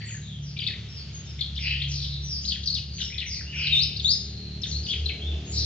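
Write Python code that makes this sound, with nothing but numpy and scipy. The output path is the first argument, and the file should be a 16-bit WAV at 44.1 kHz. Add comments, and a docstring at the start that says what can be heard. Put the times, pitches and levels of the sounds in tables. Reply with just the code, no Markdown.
"""In a hard-walled hall, a caged lark a metre or two away sings a fast run of chirps, trills and two
loud rising whistles, each a frequency-modulated tone of its syrinx. Other songbirds, further off,
arrive almost only as reverberation, over a soft background noise. Outside an engine idles: harmonics
of its cycle rate, dulled by the walls, make a low beating hum whose upper overtones swell near the end."""
import sys
import numpy as np
from scipy import signal
from scipy.fft import rfft, irfft
from scipy.io import wavfile

SR = 44100
rng = np.random.default_rng(int(sys.argv[2]) if len(sys.argv) > 2 else 0)


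def persist_wave(psi):
    """Save psi, clipped to +-1, as 16-bit WAV."""
    counts = np.round(np.clip(psi, -1, 1) * 32767).astype(np.int16)
    wavfile.write(sys.argv[1], SR, np.atleast_2d(counts).T)


N = 249158
TIME = np.arange(N) / SR


def undb(db):
    """Amplitude ratio of a level in decibels."""
    return 10 ** (np.asarray(db) / 20)


def unit(x):
    """Normalisation to an rms of one."""
    return x / np.sqrt(np.mean(x ** 2))


def curves(table):
    """Linear interpolation of each column of a timed table."""
    s, *columns = np.transpose(table)
    return [np.interp(TIME, s, c) for c in columns]


def at(points, hz):
    """Interpolation of (frequency_hz, value) points on a logarithmic frequency axis."""
    f, value = np.transpose(points)
    return np.interp(np.log(np.maximum(hz, 1)), np.log(f), value)


def colour(x, points):
    """Zero-phase filtering by (frequency_hz, gain_db) points."""
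    return irfft(rfft(x) * undb(at(points, np.fft.rfftfreq(N, 1 / SR))), N)


def wander(rate_hz):
    """Low-pass noise: random values, smoothly joined, with a spread near one."""
    u = np.arange(N) * rate_hz / SR
    steps = rng.standard_normal(int(u[-1]) + 2)
    k = u.astype(int)
    return steps[k] + (steps[k + 1] - steps[k]) * (1 - np.cos(np.pi * (u - k))) / 2


def delay(x, ms):
    """Fractional delay by a linear phase shift."""
    hz = np.fft.rfftfreq(2 * N, 1 / SR)
    return irfft(rfft(x, 2 * N) * np.exp(-2j * np.pi * hz * ms / 1000))[:N]


def add(track, start_s, sound):
    """Superposition of a sound on a track."""
    i = max(int(start_s * SR), 0)
    part = sound[:max(N - i, 0)]
    track[i:i + len(part)] += part


def glide(ms, start_hz, middle_hz, end_hz, swell=0.036, lateness=1):
    """Parabolic frequency sweep: time axis, pitch and arched envelope of one note."""
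    t = np.arange(int(ms * SR / 1000)) / SR
    u = t / t[-1]
    hz = np.polyval(np.polyfit([0, .5, 1], [start_hz, middle_hz, end_hz], 2), u)
    return t, hz, np.abs(np.sin(np.pi * u ** lateness)) ** swell


# Spectrum of the hall's background noise: frequency_hz, relative_density_db
AIR_SPECTRUM = [(25, -17.5), (50, -8), (100, 12.5), (200, -0.5), (300, -15.5), (500, -19.5), (1000, -24.5),
                (2000, -19.5), (3200, -12.5), (5000, -20), (6500, -26), (8000, -42.5)]
# Contour of the faint hiss, followed in part about its median: time_s, contour_db
HISS_CONTOUR = [(0.0, -68), (0.35, -78.5), (0.72, -72), (0.78, -66), (1.32, -66.5), (1.45, -68),
                (3.4, -76.5), (3.6, -61.5), (3.9, -74.5), (4.6, -70), (5.65, -61.5)]


def air(level_db=-42, left_db=1, hiss_follow=0.65):
    """Partly coherent noise: alike on both sides in the bass, wider above, where it comes and goes."""
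    mid, side = colour(rng.standard_normal((2, N)), AIR_SPECTRUM)
    side = colour(side, [(100, -19.0), (400, -8.5), (1000, -8), (3500, -2.0)])
    noise = unit(mid + side * np.array([[1], [-1]]))
    hiss = colour(noise, [(400, -33), (900, -2.5)])
    contour_db, = curves(HISS_CONTOUR)
    hiss_gain = undb(hiss_follow * (contour_db - np.median(contour_db)))
    return (noise + hiss * (hiss_gain - 1)) * undb(level_db + left_db * np.array([[.5], [-.5]]))


# The engine's second harmonic: time_s, level_db, beat_rate_hz, depth_ratio
SECOND_HARMONIC = [(0.0, -47, 7.2, 0.46), (0.45, -43.5, 3.3, 0.1), (1.2, -42, 3.3, 0.34),
                   (1.6, -32.5, 5.5, .2), (2.4, -35.5, 7.34, 0.3), (3.1, -38.5, 7.15, 0.44),
                   (3.8, -38, 7.83, 0.8), (4.0, -37.5, 4.2, .6), (4.5, -39.5, 4.2, 0.14),
                   (4.8, -33, 3.83, 1), (5.3, -29.5, 3.41, 0.64), (5.65, -32.5, 3.8, 0.9)]


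def throb(crest_s=5.32, max_depth=.95):
    """Amplitude modulation: level in dB of the second harmonic, beating slowly and deeply at the end."""
    db, beat_hz, depth = curves(SECOND_HARMONIC)
    turns = np.cumsum(beat_hz) / SR
    beat = np.cos(2 * np.pi * (turns - np.interp(crest_s, TIME, turns)))
    return db + 20 * np.log10(1 + np.clip(depth, 0, max_depth) * beat)


# Idling speed: time_s, cycle_rate_hz
IDLE_RATE = [(0.0, 37.25), (0.7, 35.43), (1.95, 35.02), (2.7, 35.76), (3.6, 36.23), (4.4, 36.88),
             (5.65, 37.23)]
# Levels of harmonics 3-5 and of the upper band (7-22 with rumble): time_s, third_db, fourth_db,
# fifth_db, upper_db
HARMONIC_LEVELS = [(0.0, -36, -45, -47, -61), (0.3, -42, -41, -48, -62), (0.48, -48, -37, -51, -63),
                   (0.7, -39.5, -44, -47.5, -56), (1.3, -45, -42, -52, -55.5), (1.58, -43, -40, -48, -60.5),
                   (1.8, -41, -32.5, -53, -59.5), (2.27, -44.5, -36, -52.5, -58.5),
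                   (2.55, -52, -55, -44, -58.5), (2.75, -45.5, -40, -46.5, -58.5),
                   (3.3, -57, -46.5, -53.5, -58.5), (3.68, -49, -36, -48, -55),
                   (3.95, -43, -39, -50.5, -52), (4.35, -45, -49, -47, -53),
                   (4.73, -37.5, -39.5, -45, -50.5), (5.0, -47.5, -48.5, -50.5, -50.5),
                   (5.33, -49, -44.5, -44, -41.5), (5.65, -34, -41.5, -46, -47)]
# Spectral envelope of the upper band: frequency_hz, relative_db
UPPER_SPECTRUM = [(250, -4), (340, -1.5), (410, -2), (500, -14), (630, -12), (800, -18.5)]


def engine(sixth_below_db=6, upper_wander_rad=0.9, rumble_db=-4, unsteady_db=2.5):
    """Harmonic series on the cycle rate, dulled by transmission through walls; its top wavers most."""
    rate_hz, = curves(IDLE_RATE)
    third, fourth, fifth, upper_db = curves(HARMONIC_LEVELS)
    phase = 2 * np.pi * np.cumsum(rate_hz) / SR
    drone_db = [db + unsteady_db * wander(14) for db in (third, fourth, fifth, fifth - sixth_below_db)]
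    hum = upper = 0
    for k, db in enumerate([throb(), *drone_db], 2):
        hum += np.sqrt(2) * undb(db) * np.sin(k * (phase + 0.12 * wander(9)) + 2 * np.pi * rng.random())
    for k in range(7, 23):
        gain = undb(at(UPPER_SPECTRUM, k * rate_hz.mean()) + 3.6 * wander(6.6))
        upper += gain * np.sin(k * phase + upper_wander_rad * wander(22) + 2 * np.pi * rng.random())
    # exhaust turbulence, puffing once a cycle, fills in between the harmonics
    turbulence = colour(rng.standard_normal(N), [(170, -25), *UPPER_SPECTRUM, (1200, -35), (2500, -70)])
    rumble = turbulence * (1 + .5 * np.sin(phase))
    return hum + unit(unit(upper) + undb(rumble_db) * unit(rumble)) * undb(upper_db)


# Thin whistles of the far birds: start_s, length_ms, start_hz, end_hz, level_db
THIN_WHISTLES = [(0.0, 30, 4540, 4430, -37.5), (0.884, 32, 5660, 5220, -39.5),
                 (0.944, 60, 5600, 4250, -37.5), (1.129, 31, 6570, 6560, -40), (1.245, 72, 5880, 4970, -44),
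                 (1.25, 57, 3590, 3680, -48), (2.219, 44, 5550, 6070, -36.5), (2.624, 48, 6150, 6100, -43),
                 (3.295, 52, 6500, 6200, -44.5), (3.459, 46, 2716, 2980, -35.5),
                 (3.75, 37, 5470, 5790, -36), (4.02, 53, 6770, 6650, -39.5), (4.939, 31, 3313, 3175, -42),
                 (5.195, 80, 3130, 3640, -33), (5.303, 24, 3370, 2610, -41), (5.453, 75, 6450, 7130, -40)]
# Their rasping buzzes: start_s, length_ms, start_hz, end_hz, level_db, warble_depth_hz
BUZZES = [(0.045, 104, 7400, 6400, -41, 160), (0.209, 160, 4040, 3190, -43, 190),
          (0.416, 98, 6400, 4500, -43, 300), (1.593, 92, 5550, 4224, -31, 320),
          (1.6, 150, 2518, 2861, -26.5, 290), (1.669, 40, 3900, 4210, -35.5, 200),
          (1.88, 113, 6370, 4460, -34, 510), (2.0, 56, 5050, 3950, -31, 600),
          (2.079, 95, 3990, 3840, -34.5, 260), (2.264, 106, 5780, 4730, -28.5, 200),
          (2.414, 40, 6530, 6200, -39.5, 300), (2.902, 48, 4550, 4520, -36, 150),
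          (2.93, 79, 6110, 6440, -41, 190), (2.992, 70, 5604, 5350, -34, 160),
          (3.258, 100, 6250, 4400, -30, 270), (3.52, 235, 2620, 2880, -25, 290),
          (3.545, 153, 5800, 3980, -33, 310), (4.085, 29, 6330, 6140, -33.5, 170),
          (4.199, 400, 4250, 4200, -41.5, 150), (4.66, 41, 6580, 5590, -35, 600),
          (4.818, 57, 5050, 4450, -31.5, 200), (4.855, 36, 6400, 5570, -40.5, 400),
          (5.019, 114, 4180, 4100, -41, 140), (5.518, 176, 4980, 4437, -26, 630)]


def far_birds(warble_hz=105, unevenness=.25, rasp=0.618, thin_depth_hz=60, halfway_share=.66):
    """Fast, uneven frequency modulation: shallow, it leaves a whistle; deep, its sidebands buzz."""
    song = np.zeros(N)
    warble_phase = 2 * np.pi * np.cumsum(warble_hz * (1 + unevenness * wander(60))) / SR
    warble = np.sin(warble_phase) + rasp * wander(900)
    calls = BUZZES + [(*row, thin_depth_hz) for row in THIN_WHISTLES]
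    for s, ms, start_hz, end_hz, db, depth_hz in calls:
        middle_hz = start_hz + halfway_share * (end_hz - start_hz)  # moves early, then settles
        t, hz, envelope = glide(ms, start_hz, middle_hz, end_hz, swell=0.28, lateness=1.18)
        now = (int(s * SR) + np.arange(len(t))) % N
        phase = 2 * np.pi * np.cumsum(hz + depth_hz * warble[now]) / SR
        add(song, s, np.sqrt(2) * np.sin(phase) * envelope * undb(db))
    return song


# The lark's soft low twittering: start_s, length_s, first_hz, last_hz, level_db
TWITTER_RUNS = [(0.005, 0.19, 1844, 1574, -49.5), (0.566, 0.14, 2250, 2200, -42.5),
                (1.383, 0.02, 2180, 2210, -48), (1.595, 0.27, 2000, 1900, -47),
                (2.998, 0.04, 1706, 1770, -50), (3.093, 0.17, 2150, 2100, -48),
                (3.335, 0.066, 2150, 1850, -48), (3.53, 0.15, 1550, 1550, -54)]


def twitters(rate_hz=36, note_ms=14, dip_octaves=.3, tilt_octaves=.24):
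    """Trains of dipping sweeps with random jitter in onset, tilt, pitch and level."""
    for s, length_s, first_hz, last_hz, db in TWITTER_RUNS:
        jitter = rng.standard_normal((16, 4))
        for after, (late, tilt, high, loud) in zip(np.arange(0, length_s, 1 / rate_hz), jitter):
            hz = np.interp(after, [0, length_s], [first_hz, last_hz]) * 2 ** (.08 * high)
            start_hz, end_hz = hz * 2 ** (dip_octaves + tilt_octaves * tilt * np.array([1, -1]))
            yield s + after + 0.0022 * late, *glide(note_ms, start_hz, hz, end_hz), db + 0.9 * loud


def sweep(start_hz, end_hz, rise_ms=12, fall_ms=9.5, sag=0.024):
    """Near-exponential sweep, sagging at its middle; a rise takes longer than a fall."""
    ms = rise_ms if end_hz > start_hz else fall_ms
    return glide(ms, start_hz, np.sqrt(start_hz * end_hz) * (1 - sag), end_hz)


# The lark's quick chirps: start_s, start_hz, end_hz, level_db
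CHIRP_NOTES = [(0.016, 3430, 1720, -42), (0.569, 3350, 4700, -39.5), (0.589, 4300, 2900, -24.5),
               (0.616, 3400, 2550, -33.5), (0.632, 3300, 4700, -33), (0.665, 3240, 4730, -23),
               (0.700, 4650, 2700, -39), (0.735, 2770, 1810, -41), (1.391, 3250, 4500, -36),
               (1.408, 4900, 3140, -23.5), (1.416, 3400, 4440, -29), (1.548, 4050, 5600, -41),
               (1.562, 3094, 4700, -35.5), (1.575, 4120, 3200, -31), (1.589, 2210, 3540, -39.5),
               (1.667, 3330, 2270, -29), (1.71, 2450, 3000, -31.5), (1.799, 4180, 3000, -31.5),
               (1.816, 3092, 4910, -28), (1.839, 2890, 4120, -31), (2.44, 2600, 4460, -46),
               (2.452, 3620, 5500, -28.5), (2.475, 5650, 3980, -30), (2.486, 4310, 5430, -26),
               (2.496, 5420, 3830, -28.5), (2.508, 3740, 2710, -35.5), (2.516, 5050, 3054, -26),
               (2.632, 3250, 5530, -35.5), (2.658, 5600, 4600, -32), (2.727, 5160, 3740, -32),
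               (2.738, 4205, 5740, -31), (2.749, 4870, 3450, -26.5), (2.761, 4500, 3000, -30),
               (2.98, 4400, 1900, -44), (2.989, 4750, 2800, -35), (3.003, 3083, 4530, -30.5),
               (3.013, 4620, 2710, -28), (3.021, 3300, 4770, -35), (3.143, 3700, 2920, -39),
               (3.18, 4670, 3270, -29.5), (3.192, 3120, 4770, -33.5), (3.201, 4620, 2840, -31),
               (3.405, 2390, 1450, -48.5), (3.669, 4430, 3670, -26.5), (3.962, 3750, 5250, -30),
               (3.996, 4510, 3330, -27.5), (4.148, 2530, 1570, -53.5), (4.617, 6180, 4716, -38.5),
               (4.633, 4720, 3240, -29), (4.652, 4000, 1530, -42.5), (4.862, 4110, 2700, -33),
               (4.885, 2820, 4130, -33.5), (4.921, 3034, 4130, -25.5), (4.929, 3805, 2530, -31),
               (4.955, 2000, 3250, -45.5), (5.05, 6260, 4200, -45), (5.082, 4740, 3570, -33.5),
               (5.091, 3595, 2180, -32), (5.574, 4200, 5700, -27)]


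def chirps():
    """Rapid frequency modulation: each note is a single sweep up or down."""
    for s, start_hz, end_hz, db in CHIRP_NOTES:
        yield s, *sweep(start_hz, end_hz), db


# The lark's trills: start_s, length_s, first_top_hz, last_top_hz, fall_octaves, level_db
TRILL_RUNS = [(0.084, 0.035, 3830, 3420, 0.73, -46.5), (1.915, 0.13, 5800, 4350, 0.52, -35.5)]


def trills(rate_hz=47):
    """Periodic trains of falling sweeps, each starting a little lower."""
    for s, length_s, first_hz, last_hz, octaves, db in TRILL_RUNS:
        for after in np.arange(0, length_s, 1 / rate_hz):
            top_hz = np.interp(after, [0, length_s], [first_hz, last_hz])
            yield s + after, *sweep(top_hz, top_hz / 2 ** octaves), db


# The lark's slurred notes: start_s, length_ms, start_hz, middle_hz, end_hz, level_db
SLUR_NOTES = [(0.603, 13, 4400, 4600, 4300, -40), (0.658, 50, 2730, 2580, 2560, -42.5),
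              (0.673, 13.7, 3640, 3886, 3340, -31), (2.526, 39.6, 3310, 2650, 1530, -42.5),
              (2.673, 19.5, 4950, 4090, 3990, -25), (2.699, 10, 3860, 4290, 4260, -27),
              (2.773, 21, 3010, 2784, 2540, -43.5), (3.12, 27, 2080, 2504, 2280, -42.5),
              (3.213, 22, 2930, 2584, 1942, -35.5), (3.25, 22, 2820, 2280, 1970, -44),
              (4.636, 10.5, 3600, 3790, 3480, -29.5), (4.714, 34, 4550, 4066, 4200, -33),
              (4.746, 28, 4156, 4215, 4590, -30), (4.896, 18, 3716, 3210, 4240, -28.5),
              (4.911, 8.6, 4100, 3300, 3260, -28.5), (4.936, 15, 3130, 3410, 2880, -38.5),
              (5.058, 12, 4370, 3990, 4050, -25.5), (5.099, 15.5, 2350, 2210, 2100, -41)]


def slurs():
    """Slower frequency modulation: each note arcs through three pitches."""
    for s, ms, start_hz, middle_hz, end_hz, db in SLUR_NOTES:
        yield s, *glide(ms, start_hz, middle_hz, end_hz), db


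# The lark's two loud rising whistles, one list of points each: time_s, pitch_hz
WHISTLE_CONTOURS = [
    [(3.721, 3825), (3.749, 3561), (3.779, 3665), (3.809, 4148), (3.827, 4970), (3.838, 5390)],
    [(4.046, 3513), (4.082, 4100), (4.1, 4595), (4.12, 5114), (4.138, 5240)],
]


def whistles(level_db=-23):
    """Sustained oscillation: a long note follows a pitch contour."""
    for contour in WHISTLE_CONTOURS:
        s, pitch_hz = np.transpose(contour)
        t = np.arange(0, s[-1] - s[0], 1 / SR)
        yield s[0], t, np.interp(s[0] + t, s, pitch_hz), np.ones(len(t)), level_db


def lark(whistle_waver=0.0076, chirp_waver=0.045, flutter_db=3.5, octave_db=-36, ebb_db=5):
    """The syrinx, an air-driven valve, gives each note a tone and a weak second harmonic."""
    song, pitch_noise, pressure_noise = np.zeros(N), wander(1400), wander(260)
    for s, t, hz, envelope, db in [*twitters(), *chirps(), *trills(), *slurs(), *whistles()]:
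        now = (int(s * SR) + np.arange(len(t))) % N
        waver = np.interp(t[-1], [.02, .036], [chirp_waver, whistle_waver])  # short notes are rougher
        phase = 2 * np.pi * np.cumsum(hz * (1 + waver * pitch_noise[now])) / SR
        tone = np.sin(phase) + undb(octave_db) * np.sin(2 * phase)
        opening, closing = np.minimum(t / 0.0013, 1), np.minimum((t[-1] - t) / 0.00062, 1)
        valve = np.sin(np.pi / 2 * opening * closing)
        # air pressure flutters, and runs out towards the end of the note
        effort_db = db + flutter_db * pressure_noise[now] - ebb_db * (t / t[-1]) ** 4
        add(song, s, np.sqrt(2) * tone * envelope * valve * undb(effort_db))
    return song


def from_left(pair, left_db, lag_ms):
    """Level and time differences: sound from the left reaches that side louder and sooner."""
    return np.array([pair[0] * undb(left_db / 2), delay(pair[1], lag_ms) * undb(-left_db / 2)])


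# First echoes from cage floor and wall: delay_ms, left_gain, right_gain
REFLECTIONS = [(1.3, -0.041, 0.02), (4.6, 0.48, 0.28), (9.5, -0.36, -0.33)]


def early_sound(song, direct_db=1.0):
    """Comb filtering: the direct wave interferes with reflections from near surfaces."""
    pair = from_left([song, song], left_db=8.0, lag_ms=0.06) * undb(direct_db)
    for ms, left, right in REFLECTIONS:
        pair += np.array([[left], [right]]) * delay(song, ms)
    return pair


# Reverberation time of the hall: frequency_hz, t60_s
DECAY_TIMES = [(1500, 0.66), (3000, 0.72), (4500, 0.65), (7000, 0.61)]
# Likeness of the reverberation on the two sides: frequency_hz, correlation
COHERENCE = [(1000, 0.78), (2000, 1), (4000, 0.36), (7000, 0.92)]


def hall(x, build_s, early_boost, early_s):
    """Reverberation: dense echoes build up, drop faster at first, then decay exponentially by band."""
    t = np.arange(SR) / SR
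    hz = np.fft.rfftfreq(SR, 1 / SR)
    mid, side = rfft(rng.standard_normal((2, SR)))
    alike = at(COHERENCE, hz)
    noise = np.sqrt((1 + alike) / 2) * mid + np.sqrt((1 - alike) / 2) * side * np.array([[1], [-1]])
    onset = (1 - np.exp(-t / build_s)) * (1 + early_boost * np.exp(-t / early_s))
    band_hz, t60_s = np.transpose(DECAY_TIMES)
    response = 0
    for t60, share in zip(t60_s, np.eye(len(band_hz))):
        band = irfft(noise * np.interp(hz, band_hz, share), SR)
        decay = onset * undb(-60 * t / t60)
        response += band * decay / np.sqrt(np.sum(decay ** 2))
    return signal.fftconvolve(x[None], response, axes=1)[:, :N]


def scene(lark_room_db=0.8, far_direct_db=-12):
    """Superposition of all sources; the direct-to-reverberant ratio sets the birds near or far."""
    song, others = lark(), far_birds()
    lark_room = undb(lark_room_db) * hall(song, build_s=0.0073, early_boost=2.2, early_s=0.06)
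    near = early_sound(song) + from_left(lark_room, left_db=3.0, lag_ms=0.038)
    far = hall(others, build_s=0.0033, early_boost=0.042, early_s=0.035) + undb(far_direct_db) * others
    return near + from_left(far, left_db=2.0, lag_ms=0.059) + engine() + air()


# Frequency response of the microphone: frequency_hz, gain_db
MIC_RESPONSE = [(20, -1), (1000, -2.5), (6000, -1.5), (7200, 1), (8000, -5.5), (8700, -21.5)]


def record(dry, cutoff_hz=8300):
    """Band limiting: the microphone dulls the top octave, and a steep low-pass filter cuts it off."""
    low_pass = signal.ellip(8, .2, 80, cutoff_hz, fs=SR, output="sos")
    return signal.sosfilt(low_pass, colour(dry, MIC_RESPONSE))


dry = scene()
out = record(dry)
persist_wave(out)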